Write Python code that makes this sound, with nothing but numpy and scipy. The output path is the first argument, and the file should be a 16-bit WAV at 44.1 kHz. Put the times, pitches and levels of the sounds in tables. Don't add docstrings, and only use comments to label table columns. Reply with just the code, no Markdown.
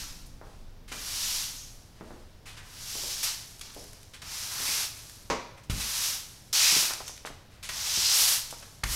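import sys
import numpy as np
from scipy import signal
from scipy.fft import rfft, irfft, next_fast_len
from scipy.io import wavfile
from scipy.ndimage import uniform_filter1d

SR = 44100
rng = np.random.default_rng(int(sys.argv[2]) if len(sys.argv) > 2 else 0)


def generate_wav(sig):
    pcm = np.round(np.clip(np.atleast_2d(sig).T, -1, 1) * 32767).astype(np.int16)
    wavfile.write(sys.argv[1], SR, pcm)


N = 394694

# start_s (touch-down), rise_s (speeding up), coast_s,
# top_db, swell_db (touch-down to top), rasp_db (coarse, re top), fizz_db (fine, re top),
# growth_db (change of fizz over the push), fade_db_per_s (as the head lifts), grit_db (loose grit set moving)
PUSHES = [(-0.3, 0.18, 0.084, -32.5, 10, -10, -6.5, 3, 79, -62),
          (0.915, 0.38, .13, -31, 16, -14, -4.5, -1.5, 75, -53),
          (2.63, 0.41, 0.26, -35, 24, -14.5, -5, -2, 90, -76),
          (3.231, 0.018, 0.035, -29.5, 3, -11.5, -4, -7, 129, -50),
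          (3.613, 0.023, 0.039, -48, 1, -7.5, -9, 7, 35, -53.5),
          (4.22, 0.14, 0.26, -37.5, 15, -9.5, -3, 4, 70, -66),
          (4.51, 0.22, 0.11, -29.5, 15.5, -11, -3.5, -2, 159, -46.5),
          (5.702, 0.36, .08, -30, 13, -12, -3, 0, 134, -51.5),
          (6.529, 0.16, 0.085, -21, 3.5, -15, -7, -1, 97, -70),
          (6.70, .07, 0.099, -29, 18, -10.5, -0.5, -1, 167, -52.5),
          (7.69, 0.43, 0.069, -24.5, 16.5, -16, -8, -4, 66, -70),
          (8.09, 0.12, .14, -24.5, 15, -12.5, -0.5, -1, 185, -48),
          (8.85, 0.081, .1, -33, 16, -10, -2, -2, 100, -60)]
# frequency_hz, density_db_per_hz (relative)
BRISTLE_SPECTRUM = [(150, -31.5), (330, -22), (600, -15), (950, -7.5), (1800, -7), (2500, -6), (3600, -4),
                    (4600, -1.5), (5700, 0.5), (7200, -5.5), (9000, -10.5), (11800, -12), (14000, -16.5),
                    (15700, -25)]
# frequency_hz, density_db_per_hz (relative)
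GRIT_SPECTRUM = [(1000, -33.5), (3000, -11), (5600, 1.5), (8000, 0), (11500, 1), (16000, -17)]
# start_s, level_db
GRAIN_STRIKES = [(1.856, -68), (3.594, -43), (3.746, -44), (3.84, -49), (3.932, -46), (4.03, -49),
                 (5.096, -43), (6.672, -35), (7.166, -49), (8.6, -47)]
# start_s, level_db, length_s (time scale), centre_hz
BROAD_SCUFFS = [(0.262, -55, .012, 12000), (0.43, -62, 0.18, 3950), (0.878, -48, 0.046, 2570),
                (0.917, -36.5, 0.019, 1760), (1.949, -59, 0.14, 1630), (2.027, -60, 0.24, 4220),
                (2.455, -45, 0.068, 2130), (2.567, -46, 0.035, 1800), (3.232, -38, 0.054, 4200),
                (3.611, -37, 0.0062, 3100), (4.134, -45, 0.026, 2450), (4.217, -43, 0.015, 2340),
                (5.573, -51, 0.023, 1250), (5.633, -55.5, 0.017, 4870), (5.697, -34.5, 0.015, 2560),
                (5.798, -33.5, 0.037, 3470), (6.935, -29, 0.0035, 5460), (7.078, -37, 0.0083, 4670),
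                (7.177, -44, 0.0031, 2900), (7.255, -41, 0.022, 3850), (7.502, -58.5, 0.089, 1800),
                (7.627, -39, 0.044, 3330), (7.689, -32.5, 0.01, 2070), (8.506, -39, 0.0079, 6500),
                (8.624, -46.5, 0.015, 1240), (8.836, -25.5, 0.0065, 2630)]
# start_s, level_db, length_s (time scale), centre_hz
DRAGGED_DEBRIS = [(1.56, -45.5, 0.083, 6300), (3.77, -50.5, .07, 5200), (4.661, -39, 0.088, 2460),
                  (6.598, -28, 0.12, 2490), (7.06, -41.5, 0.058, 6000), (8.037, -25, .08, 5000)]
# start_s, level_db, centre_hz, upper_edge_hz
DULL_KNOCKS = [(0.414, -41.5, 494, 1800), (.918, -41.5, 300, 1200), (2.01, -36.5, 238, 1750),
               (2.107, -39, 281, 1740), (2.954, -40.5, 430, 1520), (3.036, -42.5, 500, 1000),
               (3.764, -41.5, 450, 850), (4.602, -44, 250, 900), (4.69, -43.5, 238, 900),
               (6.724, -37, 220, 900), (6.766, -30.5, 250, 1700), (6.899, -38, 1390, 1720),
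               (6.908, -32, 1380, 1670), (6.936, -39, 1400, 1870), (7.004, -37, 990, 1150),
               (7.095, -44.5, 600, 1485), (7.25, -33, 702, 3000), (7.272, -36, 1400, 2400),
               (7.303, -40, 300, 1300), (7.975, -39, 230, 750), (8.527, -36.5, 760, 1260),
               (8.835, -31, 1410, 2150)]
# time_s, distance_m
SWEEPER_DISTANCE = [(0, 3.9), (3, 2.7), (6.2, 2.8), (7, 1.07), (8.9, 1.4)]
# frequency_hz, density_db_per_hz (relative)
CLACK_SPECTRUM = [(60, -8), (120, -12), (230, -2), (350, -4.5), (540, 0), (720, -6), (950, 0.5),
                  (1500, -9.5), (2300, -9), (3200, -16.5), (6200, -14.5), (9000, -30), (15000, -43)]
# frequency_hz, level_db (relative), t60_s
WOOD_MODES = [(450, 10, 0.21), (594, 10, 0.2), (810, -15, .2), (900, -2, .22), (956, -20, 0.18),
              (1095, 10, 0.21), (2260, -16, .2)]
# start_s, level_db, hardness_hz
FLOOR_BLOWS = [(4.232, -41, 69), (5.698, -19.5, 450), (5.729, -31, 260), (5.777, -34, 340),
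               (7.699, -41, 46), (7.979, -37, 200), (8.838, -23.5, 23), (8.858, -27, 40), (8.897, -36, 55)]
# frequency_hz, level_db (relative), t60_s
FLOOR_MODES = [(33, -5, .35), (55.5, 2, 0.21), (68, -27.5, 0.062), (86.6, -1.5, 0.12), (116, -1, 0.074),
               (169, -8, 0.11), (203, -9.5, 0.074)]
# frequency_hz, t60_s
ROOM_DECAY = [(100, 0.35), (500, 0.67), (1400, 0.62), (4000, 0.71), (10000, 0.36), (16000, 0.19)]
# frequency_hz, density_db_per_hz (relative)
AIR_SPECTRUM = [(25, -3), (60, -0.5), (115, 1), (170, -9), (300, -14), (600, -17), (1200, -22.5),
                (2500, -27.5), (5500, -27.5), (8000, -38.5), (13000, -36.5), (15800, -40)]
# frequency_hz, density_db_per_hz (relative)
RUMBLE_SPECTRUM = [(10, -15.5), (22, 0.5), (30, 2.5), (40, -17), (70, -14.5), (150, -21.5), (280, -25.5),
                   (450, -44), (1000, -70)]
# time_s, level_db
RUMBLE_EBB = [(0, -42.5), (.45, -49.5), (1.0, -48), (2, -54), (3.2, -54), (4.2, -60.5), (8.9, -58.5)]

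SWELL_POWER = 1.62
COAST_SAG_DB = 2.65
RASP_FOLLOW = 0.38
FLIGHT_S = 0.13
SETTLE_S, SETTLE_POWER = 0.3, 1.33
SAND_DB = -3
SAND_RASP_DB, SAND_FIZZ_DB = -7.5, -5
TICK_S, TICK_HZ, TICK_SHARPNESS = 0.0027, 7500, 0.44
SCUFF_SHARPNESS, SCRAPE_SHARPNESS = 0.72, 6.2
ROOM_RADIUS_M = 3.2
AIR_DB = -53.5
EDGE_HZ = 15850

TIME = np.arange(0, N / SR, 0.001)
BINS = np.fft.rfftfreq(8192, 1 / SR)
RING = np.arange(SR * 3 // 4) / SR


def sweeping():
    power = sum(push(*row) for row in PUSHES)
    swish, rasp, fizz = map(per_sample, np.sqrt(power))
    low = below(2600, order=8)
    high = 1 - below(8360, order=12)
    layers = [(rasp * gain_of(-1.07), low),
              (swish * gain_of(-1.0), (1 - low) * (1 - high)),
              (fizz * gain_of(-1.5), high)]
    out = np.zeros(N)
    for level, share in layers:
        flicks = grains(N, per_s=14000, spread_db=1.0)
        band_db = read(BRISTLE_SPECTRUM, BINS) + 10 * np.log10(share + 1e-12)
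        out += level * evened(colour(flicks, band_db))
    chatter = gain_of(0.1 * waver(rate_hz=130) + 0.54 * waver(rate_hz=25))
    return garage(out * chatter, wet_db=-17.0)


def push(start, rise_s, coast_s, top_db, swell_db, rasp_db, fizz_db, growth_db, fade_db_per_s, grit_db):
    t = TIME - start
    reach_s = rise_s + coast_s
    swell = swell_db * np.clip(1 - t / rise_s, 0, 1) ** SWELL_POWER
    sag = COAST_SAG_DB * np.clip((t - rise_s) / coast_s, 0, 1) ** 2
    speed_db = -swell - sag
    contact = (t >= 0) * gain_of(top_db - fade_db_per_s * np.maximum(t - reach_s, 0))
    tips_db = growth_db * (np.clip(t / reach_s, 0, 1) - 0.75)
    bands_db = [speed_db, rasp_db + RASP_FOLLOW * speed_db, fizz_db + tips_db + speed_db]
    bristles = contact * gain_of(bands_db)
    sand = settling(start + reach_s, grit_db + SAND_DB) * gain_of([[0], [SAND_RASP_DB], [SAND_FIZZ_DB]])
    return bristles ** 2 + sand ** 2


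def settling(lift_s, grit_db):
    t = np.maximum(TIME - lift_s, 0)
    landing = np.minimum(t / FLIGHT_S, 1)
    lost_db = 10 * (np.maximum(t - FLIGHT_S, 0) / SETTLE_S) ** SETTLE_POWER
    return landing * gain_of(grit_db - lost_db)


def skittering():
    level = sum(settling(start + rise_s + coast_s, grit_db)
                for start, rise_s, coast_s, *_, grit_db in PUSHES)
    bounces = gain_of(-3.0) * per_sample(level) * grains(N, per_s=530, spread_db=2.0)
    out = garage(colour(bounces, read(GRIT_SPECTRUM, BINS)), wet_db=-4.0)
    for s, db in GRAIN_STRIKES:
        add(out, s, rub(db, TICK_S, TICK_HZ, TICK_SHARPNESS))
    return out


def scuffs():
    out = np.zeros(N)
    for rows, sharpness in (BROAD_SCUFFS, SCUFF_SHARPNESS), (DRAGGED_DEBRIS, SCRAPE_SHARPNESS):
        for s, db, length, hz in rows:
            add(out, s, rub(db, length, hz, sharpness))
    return out


def rub(db, length, hz, sharpness):
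    u = RING / length
    burst = grains(len(RING), per_s=16000, spread_db=3.5) * np.sqrt(u) * np.exp(-1.6 * u)
    band = (1 - below(250, order=4)) * below(12000, order=12)
    shape_db = hump(hz, sharpness) + 10 * np.log10(band + 1e-12)
    return gain_of(db) * topped(garage(colour(burst, shape_db), wet_db=-7))


def knocks():
    out = np.zeros(N)
    for s, db, hz, edge_hz in DULL_KNOCKS:
        distance_m = np.interp(s, *np.transpose(SWEEPER_DISTANCE))
        room_db = 20 * np.log10(distance_m / ROOM_RADIUS_M)
        shape_db = hump(hz, sharpness=0.77) + 10 * np.log10(below(edge_hz, order=7))
        knock = blow(rattle_db=2.0, rattle_s=0.0077, wood_db=-78, room_db=room_db)
        add(out, s, gain_of(db) * topped(colour(knock, shape_db)))
    clack = blow(rattle_db=10.0, rattle_s=0.029, wood_db=-56.5, room_db=-6.5)
    add(out, 5.301, gain_of(-22.5) * topped(colour(clack, read(CLACK_SPECTRUM, BINS))))
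    return out


def blow(rattle_db, rattle_s, wood_db, room_db):
    rattle = rng.standard_normal(len(RING)) * np.exp(-RING / rattle_s)
    click = RING == 0
    contact = click + gain_of(rattle_db) * rattle / np.linalg.norm(rattle)
    return flattened(garage(contact, room_db)) + gain_of(wood_db) * ring(WOOD_MODES, hardness_hz=3000)


def thumps():
    out = np.zeros(N)
    for s, db, hardness_hz in FLOOR_BLOWS:
        boom = garage(ring(FLOOR_MODES, hardness_hz), wet_db=-1.5)
        add(out, s, gain_of(db) * topped(boom))
    return colour(out, 10 * np.log10(1 - below(39, order=4)))


def ring(modes, hardness_hz):
    out = np.zeros(len(RING))
    for hz, db, t60 in modes:
        decay = gain_of(db - 60 * RING / t60)
        out += decay * np.sin(2 * np.pi * hz * RING) / np.hypot(1, hz / hardness_hz)
    return out


def garage(x, wet_db):
    hz, t, z = signal.stft(rng.standard_normal(len(RING)), SR, nperseg=256)
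    decay = gain_of(-60 * t / read(ROOM_DECAY, hz)[:, None])
    tail = signal.istft(z * decay, SR, nperseg=256)[1][:len(RING)]
    tail *= 1 - np.exp(-(RING / 0.0046) ** 2)
    return x + gain_of(wet_db) * signal.oaconvolve(x, tail / np.linalg.norm(tail))[:len(x)]


def background():
    air = evened(colour(rng.standard_normal(N), read(AIR_SPECTRUM, BINS)))
    rumble = evened(colour(rng.standard_normal(N), read(RUMBLE_SPECTRUM, BINS)))
    level_db = np.interp(np.arange(N) / SR, *np.transpose(RUMBLE_EBB))
    return gain_of(AIR_DB) * air + gain_of(level_db) * rumble


def grains(length, per_s, spread_db):
    size = gain_of(spread_db * np.minimum(rng.exponential(1, length), 3.5))
    sign = rng.choice([-1., 1.], length)
    return evened(size * sign * (rng.random(length) < per_s / SR))


def waver(rate_hz):
    size = next_fast_len(N, True)
    rolloff = np.exp(-np.fft.rfftfreq(size, 1 / SR) / rate_hz)
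    return evened(irfft(rfft(rng.standard_normal(size)) * rolloff, size)[:N])


def colour(x, curve_db):
    log_gain = np.log(gain_of(np.maximum(curve_db, curve_db.max() - 100)))
    circle = np.concatenate([log_gain, log_gain[-2:0:-1]])
    taps = np.fft.ifft(np.exp(np.conj(signal.hilbert(circle)))).real[:len(BINS)]
    return signal.oaconvolve(x, taps)[:len(x)]


def flattened(x):
    power = uniform_filter1d(abs(rfft(x[:2 * len(BINS) - 2])) ** 2, size=25)
    return colour(x, -10 * np.log10(np.maximum(power, 1e-12)))


def hump(hz, sharpness):
    ratio = (BINS + 1) / hz
    return -10 * np.log10(1 + (sharpness * (ratio - 1 / ratio)) ** 2)


def below(hz, order):
    return 1 / (1 + ((BINS + 1) / hz) ** order)


def read(points, hz):
    f, value = np.transpose(points)
    return np.interp(np.log(hz + 1), np.log(f + 1), value)


def per_sample(control):
    return np.interp(np.arange(N) / SR, TIME, control)


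def gain_of(db):
    return np.exp(np.asarray(db) * (np.log(10) / 20))


def evened(x):
    return x / np.sqrt(np.mean(x ** 2) + 1e-20)


def topped(x):
    return x / np.sqrt(uniform_filter1d(x ** 2, size=220).max() + 1e-20)


def add(mix, s, sound):
    part = mix[max(round(s * SR), 0):][:len(sound)]
    part += sound[:len(part)]


def scene():
    mono = sweeping() + skittering() + scuffs() + knocks() + thumps() + background()
    return np.array([mono, mono])


def record(dry):
    taps = signal.firwin(511, EDGE_HZ, window=("kaiser", 9), fs=SR)
    return signal.oaconvolve(dry, taps[None], "same", axes=1)


dry = scene()
out = record(dry)
generate_wav(out)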